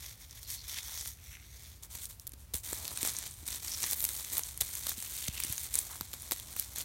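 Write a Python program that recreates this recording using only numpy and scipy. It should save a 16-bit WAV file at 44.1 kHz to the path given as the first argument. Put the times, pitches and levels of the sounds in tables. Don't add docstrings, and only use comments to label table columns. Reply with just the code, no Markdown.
import sys
import numpy as np
from scipy import signal
from scipy.fft import rfft, irfft
from scipy.io import wavfile

SR = 44100
rng = np.random.default_rng(int(sys.argv[2]) if len(sys.argv) > 2 else 0)


def bounce(signal):
    frames = np.transpose(np.atleast_2d(signal))
    limited = np.clip(frames, -1, 1)
    pcm = np.round(limited * 32767).astype(np.int16)
    wavfile.write(sys.argv[1], SR, pcm)


N = 301644
TIME = np.arange(N) / SR
CONTROL_TIME = np.arange(0, N / SR, 0.001)

# pitch_hz, relative level_db (dB per Hz)
BARK_SPECTRUM = [(120, -43), (250, 1), (600, -1), (1400, -7.5), (2300, -1.5), (2800, -6), (3500, 0),
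                 (4300, 1), (4900, -3), (6200, 3), (7400, 3), (9200, 4.5), (10400, 0.5), (11500, 5),
                 (16000, -1)]


def tearing(coarse, fine, bend):
    # pitch_hz, relative level_db (dB per Hz)
    strip_spectrum = [(60, -20), (130, -0.5), (230, 2.5), (450, -1.5), (700, 2), (1000, 2.5), (1500, -9),
                      (2500, -27), (8000, -73)]
    flex_db, ordinary_pull_db = -59.5, -48
    flex_follows = 0.81
    breaks = crackle(per_s=3400, spread_db=3.5, clump_db=1.2, crack_s=0.00013)
    grains = cut(through(breaks, response(BARK_SPECTRUM)), 1460, "high")
    edge = two_sizes(grains, coarse, fine)
    strip = rms_one(through(breaks, response(strip_spectrum)))
    flex = from_db(flex_db) * (bend / from_db(ordinary_pull_db)) ** flex_follows
    return edge + flex * strip


def snaps(fibres):
    # pitch_hz, relative level_db (dB per Hz)
    snap_spectrum = [(120, -12), (350, -7.5), (1400, -8), (2300, -4), (2800, -6), (3800, -0.5), (5000, -1),
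                     (6500, 3), (9000, 6), (10400, 4.5), (12000, 7), (16000, 1.5)]
    size = 512
    lead = size // 8
    release_gain, lead_db = 0.51, -15
    out = np.zeros(N)
    push = cut(signal.unit_impulse(2 * size, lead), 1800, "low")
    for start_s, level_db, ring_hz, treble_db, body_db in fibres:
        force = np.zeros(2 * size)
        splinters = rng.standard_normal(lead) * np.linspace(0, 1, lead) / np.sqrt(lead / 3)
        force[:lead] = from_db(lead_db) * splinters
        crack_s = 0.00016 * from_db(-treble_db / 2)
        force[lead:lead + size] = fracture(crack_s, tail_s=0.0016, tail_db=-9.5, ring_hz=ring_hz, ring_db=10.0)
        force = cut(force, 990, "high") + release_gain * push
        sound = rms_one(through(force, response(snap_spectrum, treble_db, body_db)))
        gain = from_db(level_db) * np.sqrt(SR / 1000 / len(sound))
        add(out, start_s - (lead + 5) / SR, sound * gain)
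    return out


def small_snaps(load):
    snaps_per_s = 45
    over_load_db, spread_db = 10, 2.5
    low_hz, high_hz = 2600, 13500
    mean_treble_db, mean_body_db, colour_spread_db = -0.5, 3.5, 4
    chance = rng.random((1000, 6))
    times = np.cumsum(-np.log(1 - chance[:, 0])) / snaps_per_s
    size, treble, body = np.sqrt(3) * (2 * chance[:, 1:4].T - 1)
    load_db = 20 * np.log10(np.interp(times, TIME, load) + 1e-9)
    level_db = load_db + over_load_db + spread_db * size
    ring_hz = low_hz * (high_hz / low_hz) ** chance[:, -1]
    treble_db = mean_treble_db + colour_spread_db * treble
    body_db = mean_body_db + colour_spread_db * body
    rows = np.transpose([times, level_db, ring_hz, treble_db, body_db])
    return list(rows[times < N / SR])


def rips():
    # start_s, length_s, level_db at full strength
    bundles = [(1.829, 0.0082, -48), (1.948, 0.0096, -38.5), (2.333, 0.0076, -46), (2.536, 0.01, -30.5),
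               (3.048, 0.021, -33), (3.919, 0.011, -37), (4.324, 0.023, -36.5), (4.6048, 0.0089, -30),
               (4.62, 0.006, -36), (4.869, 0.0027, -28), (4.89, 0.0064, -45), (5.277, 0.0094, -32.5),
               (5.744, 0.0045, -38), (5.7916, 0.001, -23.5), (6.314, 0.024, -35)]
    gain = np.zeros(N)
    for start_s, length_s, level_db in bundles:
        corners_s = start_s + length_s * np.array([0, 0.2, 0.7, 1.2])
        gain += from_db(level_db) * np.interp(TIME, corners_s, [0, 1, 1, 0])
    run = crackle(per_s=6000, spread_db=3.0, clump_db=1.0, crack_s=0.00015)
    return gain * rms_one(through(run, response(BARK_SPECTRUM)))


def rubbing(rub, hiss):
    # pitch_hz, relative level_db (dB per Hz)
    rasp_spectrum = [(300, -36), (600, -28), (900, -10), (1500, -9.5), (2150, -1.5), (2750, -11),
                     (3450, 1.5), (4300, -3.5), (4900, -5), (5600, 0.5), (6500, -1.5), (7400, -7),
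                     (9400, -6.5), (10400, -13), (11500, -7), (16000, -12.5)]
    catches = crackle(per_s=4200, spread_db=3.0, clump_db=1.4, crack_s=0.00015)
    grains = through(catches, response(rasp_spectrum))
    return two_sizes(grains, rub * from_db(-2.5), hiss)


def off_the_hand(x):
    # time_s, extra_path_m, echo_share (gain)
    hand_path = [(1.1, 0.15, .05), (1.25, .18, 0.31), (1.48, 0.167, 0.6), (1.62, .15, 0.18)]
    sound_m_per_s = 343
    time_s, extra_path_m, echo_share = np.transpose(hand_path)
    delay_s = np.interp(TIME, time_s, extra_path_m) / sound_m_per_s
    echo = np.interp(TIME - delay_s, TIME, x)
    return x + np.interp(TIME, time_s, np.clip(echo_share, 0, 1)) * echo


def scuffs():
    # middle_s, length_s, pitch_hz, width_hz, level_db at the middle
    strands = [(0.54, 0.26, 4330, 900, -50), (0.775, 0.04, 2130, 900, -45), (0.767, .14, 3450, 1000, -54),
               (0.892, 0.19, 1050, 600, -57.5), (0.98, 0.19, 5950, 1200, -46.5),
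               (1.325, 0.33, 2250, 700, -57.5), (1.313, 0.19, 5700, 600, -61),
               (2.877, 0.11, 4200, 1000, -48.5), (3.077, 0.78, 8600, 1000, -53),
               (3.15, 0.28, 6540, 700, -50), (3.746, 0.23, 5460, 800, -45), (3.858, 0.083, 2100, 700, -46),
               (4.05, 0.36, 13600, 3500, -43), (5.12, 0.53, 3180, 900, -55.5),
               (5.374, 0.41, 2880, 1080, -48), (5.92, 0.087, 960, 700, -53.5),
               (6.594, 0.073, 13000, 3000, -50)]
    out = np.zeros(N)
    slips = crackle(per_s=2000, spread_db=3.0, clump_db=5.0, crack_s=0.0001)
    for middle_s, length_s, pitch_hz, width_hz, level_db in strands:
        stroke = np.cos(np.pi * np.clip((TIME - middle_s) / length_s, -0.5, 0.5))
        ringing = cut(resonate(slips, pitch_hz, width_hz), pitch_hz / 2, "high")
        out += from_db(level_db) * stroke * rms_one(ringing)
    return out


def knocks():
    # start_s, pitch_hz, level_db before onset, decay and low-pass, t60_s
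    blows = [(1.951, 194, -39, 0.0099), (2.336, 260, -42, 0.018), (2.541, 69, -28.5, 0.059),
             (2.542, 434, -46, 0.026), (2.543, 205, -37, 0.036), (2.7274, 343, -33.5, 0.015),
             (2.728, 586, -29, 0.0073), (3.031, 290, -25, 0.012), (3.429, 300, -46.5, 0.035),
             (3.841, 280, -43.5, 0.014), (4.612, 66, -29, 0.044), (4.979, 208, -38, 0.028),
             (5.2858, 102, -13.5, 0.013), (5.448, 303, -32, 0.01), (5.498, 107, -26.5, 0.027),
             (6.010, 320, -29, 0.0063), (6.012, 130, -38, 0.047), (6.3204, 505, -31.5, 0.017)]
    out = np.zeros(N)
    t = np.arange(SR // 8) / SR
    for start_s, pitch_hz, level_db, t60_s in blows:
        onset = 1 - np.exp(-6 * pitch_hz * t)
        decay = from_db(level_db - 60 * t / t60_s)
        swing = np.sin(2 * np.pi * pitch_hz * t) * onset * decay
        add(out, start_s, cut(swing, 3 * pitch_hz, "low"))
    return out


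def outdoors():
    # pitch_hz, relative level_db (dB per Hz)
    air_spectrum = [(20, -40), (32, -18), (45, -8), (58, -2.5), (68, -1.5), (82, -5), (110, -9.5),
                    (160, -20), (300, -30), (700, -34), (2000, -37.5), (8000, -37.5), (16000, -38)]
    noise = rng.standard_normal(N + SR)
    settled = through(noise, response(air_spectrum, size=16384))[SR:]
    return from_db(-53.5) * rms_one(settled)


def crackle(per_s, spread_db, clump_db, crack_s, ring_db=0.5, count=24):
    born = rng.random(N) < per_s / SR
    clumps = from_db(clump_db * (drift(300) + 0.5 * drift(60)))
    sizes = from_db(spread_db * np.minimum(rng.exponential(1, N), 4.2))
    clicks = born * clumps * sizes
    fibre = rng.integers(0, count, N)
    out = np.zeros(N)
    for k, ring_hz in enumerate(np.geomspace(1200, 15000, count)):
        sound = fracture(crack_s, tail_s=0.0014, tail_db=-17, ring_hz=ring_hz, ring_db=ring_db)
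        out += through(clicks * (fibre == k), sound)
    return rms_one(out)


def fracture(crack_s, tail_s, tail_db, ring_hz, ring_db, size=512):
    t = np.arange(size) / SR
    envelope = np.exp(-t / crack_s) + from_db(tail_db) * np.exp(-t / tail_s)
    crack = envelope * rng.standard_normal(size)
    ring = from_db(ring_db) * resonate(crack, ring_hz, ring_hz / 6)
    return rms_one(crack + ring) / np.sqrt(size)


def two_sizes(grains, coarse, fine):
    middle = rms_one(cut(grains, 6530, "low", order=4))
    treble = rms_one(cut(grains, 7720, "high", order=4))
    return coarse * middle + fine * treble


def gesture(start_s, length_s, attack_s, release_s, build_db=0):
    t = CONTROL_TIME - start_s
    held = from_db(build_db * (np.clip(t / length_s, 0, 1) - 0.5))
    fade = np.exp(-np.clip((t - length_s) / release_s, 0, 20))
    return np.clip(t / attack_s, 0, 1) * held * fade


def effort(moves, attack_s, release_s, build_db=0):
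    power = 0
    for start_s, length_s, level_db, *extra_db in moves:
        shape = from_db(level_db) * gesture(start_s, length_s, attack_s, release_s, build_db)
        power = power + np.outer(from_db([0, *extra_db]), shape) ** 2
    return [np.interp(TIME, CONTROL_TIME, np.sqrt(p)) for p in power]


def resonate(x, hz, width_hz):
    r = np.exp(-np.pi * width_hz / SR)
    zeros = np.array([1, 0, -1]) * (1 - r * r) / 2
    poles = [1, -2 * r * np.cos(2 * np.pi * hz / SR), r * r]
    return signal.lfilter(zeros, poles, x)


def response(points, treble_db=0, body_db=0, size=1024):
    hz = np.arange(size // 2 + 1) * SR / size + 1
    at_hz, level_db = np.transpose(points)
    db = np.interp(np.log(hz), np.log(at_hz), level_db)
    db = db + treble_db / (1 + (7500 / hz) ** 4)
    db = db + body_db / (1 + (hz / 1900) ** 4)
    cepstrum = irfft(np.log(from_db(db)))
    cepstrum[1:size // 2] *= 2
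    cepstrum[size // 2 + 1:] = 0
    return rms_one(irfft(np.exp(rfft(cepstrum)))) / np.sqrt(size)


def through(x, kernel):
    return signal.oaconvolve(x, kernel)[:len(x)]


def cut(x, hz, kind, order=2):
    return signal.sosfilt(signal.butter(order, hz, kind, fs=SR, output="sos"), x)


def drift(rate_hz):
    knots = rng.standard_normal(N // 16)
    return np.interp(TIME * rate_hz, np.arange(len(knots)), knots) * np.sqrt(3 / 2)


def from_db(db):
    return 10 ** (np.asarray(db) / 20)


def rms_one(x):
    return x / np.sqrt(np.mean(x ** 2) + 1e-20)


def add(out, start_s, sound):
    start = max(round(start_s * SR), 0)
    out[start:start + len(sound)] += sound[:max(N - start, 0)]


def scene():
    # start_s, length_s, rub_db (drive level), hiss_over_rub_db
    strokes = [(-0.04, .15, -50.5, -1), (.19, 0.055, -57, 0.5), (.29, .04, -57, -4),
               (.345, 0.024, -51.5, 0), (.405, 0.021, -55.5, 8.5), (.465, 0.081, -47, 5),
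               (.61, 0.043, -53.5, -1), (.665, 0.13, -44.5, -1), (.81, .13, -48.5, 2.5),
               (.93, 0.091, -48, 3), (1.035, 0.049, -47.5, 6.5), (1.21, 0.13, -64.5, 7), (1.5, .23, -59, 0)]
    # start_s, length_s, rub_db
    touch = (0, 1.77, -64)
    # start_s, length_s, coarse_db halfway through, fine_over_coarse_db, bend_over_coarse_db
    pulls = [(1.82, 0.026, -60.5, 6, 4), (1.895, 0.097, -54, 4, -0.5), (2.005, 0.033, -53, 9, -5),
             (2.088, 0.02, -58, 9, -1), (2.2, 0.014, -69.5, 12, -5), (2.37, 0.056, -71.5, 9.5, 3),
             (2.535, .025, -51, 10, -1), (2.628, 0.13, -50, 6, -0.5), (2.76, 0.17, -52.5, 5, 9),
             (2.94, 0.053, -49.5, 2, 2), (3.005, .1, -43, 3, 2.5), (3.12, 0.15, -48.5, -1.5, -0.5),
             (3.455, 0.11, -47, 3, -2), (3.612, 0.22, -47.5, 4, -0.5), (3.81, 0.12, -44, 5, 0),
             (3.955, 0.25, -49.5, 7, 1), (4.21, 0.092, -51.5, 4.5, -5), (4.312, 0.071, -45, 7, 4),
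             (4.415, 0.082, -54, 7, -7), (4.6, 0.32, -50.5, 5.5, -3.5), (4.855, 0.052, -46.5, 4, 0),
             (4.96, 0.31, -51.5, 6.5, -4), (5.32, 0.21, -48, 3.5, -1), (5.55, 0.1, -50.5, 8, -3),
             (5.68, 0.056, -57, 3, -11), (5.725, 0.079, -48, 9.5, 1), (5.83, 0.13, -56.5, 7, 3),
             (6.08, 0.19, -59, 4, 0), (6.31, 0.077, -55.5, 3, -15), (6.46, .08, -56.5, -1, 4),
             (6.555, 0.069, -49, 4.5, -6), (6.75, 0.059, -46.5, 2, 0)]
    # start_s, length_s, coarse_db halfway through
    strain = (2.64, 4.1, -58)
    # start_s, level_db (energy packed into 1 ms), ring_hz, extra_treble_db, extra_body_db
    thick_fibres = [(0.3101, -39.5, 5400, -3, 4), (0.5029, -30.5, 10900, -17, -17),
                    (0.7871, -30, 1920, -32, -10), (0.9758, -31, 5600, -5, 3), (1.0109, -31, 8700, -9, 3),
                    (1.0753, -31, 9500, 7, -3), (1.8347, -38, 7700, -12, -9), (2.0555, -31, 8200, -6, -6),
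                    (2.1978, -37, 5600, 5, -15), (2.2696, -31.5, 5850, 8, 4), (2.2752, -30, 12300, -4, -14),
                    (2.2935, -39.5, 9900, 4, -2), (2.32, -42, 9800, -7, 2), (2.5521, -28, 9450, -4, 0),
                    (2.7308, -25.5, 7600, -2, 15), (2.8531, -30.5, 11700, -23.5, -7),
                    (2.8793, -27, 4130, -6, 3), (2.9746, -25.5, 8800, -17, -1.5),
                    (3.012, -32.5, 2200, -10, 0), (3.03, -21, 8600, -11, -4), (3.0505, -25.5, 2480, -9, 12),
                    (3.0745, -22, 9350, -10, 5), (3.1872, -25.5, 8250, -2, -2),
                    (3.4786, -27.5, 8500, 1, -10), (3.5276, -30.5, 4140, -8, 7),
                    (3.8323, -24.5, 9900, -13, 1), (3.8403, -23, 5600, -26, 4), (3.9117, -21, 5100, 11, -2),
                    (3.9322, -21.5, 13400, -16, -6), (4.0052, -25.5, 11700, -12, -11),
                    (4.0255, -23.5, 14200, -1.5, 9), (4.0415, -18.5, 12800, 6, 10),
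                    (4.051, -19.5, 9400, -11, -11), (4.0904, -25, 12700, -15.5, -8),
                    (4.2468, -31, 6200, -8, 4), (4.3811, -16.5, 3550, 17, 18),
                    (4.3937, -23.5, 3230, 11, 18), (4.4353, -27.5, 6000, -9, -8),
                    (4.5756, -30, 9700, -1, -3), (4.6112, -16.5, 11400, -6, -1.5),
                    (4.6183, -22, 3640, 7, 12.5), (4.753, -27, 6340, 10, 6), (4.868, -25, 3980, 0.5, 12.5),
                    (4.894, -22.5, 13500, -4, 5), (4.918, -31.5, 6000, 3, 21.5), (5.003, -32, 8600, -5, -3),
                    (5.0252, -27, 6967, 9, 12), (5.283, -25.5, 6300, -12, -2.5), (5.402, -22, 2500, 2, 3),
                    (5.4367, -21.5, 9100, -6, 1), (5.4484, -27, 8800, 5, 20), (5.526, -24.5, 12000, -3, -5),
                    (5.5804, -26.5, 6800, -12, 1), (5.7416, -22, 8800, -10, -11),
                    (5.7547, -17.5, 10100, -6, -0.5), (5.7892, -16.5, 9500, -8, -25),
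                    (6.0103, -25, 12900, -11.5, 13.5), (6.1327, -29.5, 4500, 0, 5),
                    (6.1381, -29, 3350, 11, 20), (6.221, -33, 9600, 13, 10), (6.3114, -22.5, 13500, -7, 6),
                    (6.3202, -20, 13400, -18, 3.5), (6.399, -32.5, 3240, 1, -5),
                    (6.5653, -28, 2600, 12, 19), (6.5968, -18.5, 4440, 15.5, 5),
                    (6.7601, -30.5, 4000, 7, 8), (6.7845, -26.5, 6700, 13, 5)]

    rub, hiss = effort(strokes + [(*touch, 0)], attack_s=0.027, release_s=0.026)
    strain_fine_db, strain_bend_db = 3.5, 2
    tension = pulls + [(*strain, strain_fine_db, strain_bend_db)]
    coarse, fine, bend = effort(tension, attack_s=0.01, release_s=0.025, build_db=3)

    load = coarse + from_db(-2.5) * rub
    fibres = thick_fibres + small_snaps(load)
    tear = tearing(coarse, fine, bend + from_db(-12.5) * rub)
    rasp = off_the_hand(rubbing(rub, hiss))
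    bark = tear + snaps(fibres) + rips() + rasp + scuffs()
    return (bark + knocks() + outdoors())[None]


def record(dry):
    cutoff_hz, ripple_db, stop_db = 16000, 0.2, 70
    heard = cut(dry, 39, "high", order=4)
    steep = signal.ellip(10, ripple_db, stop_db, cutoff_hz, fs=SR, output="sos")
    return signal.sosfilt(steep, heard)


dry = scene()
out = record(dry)
bounce(out)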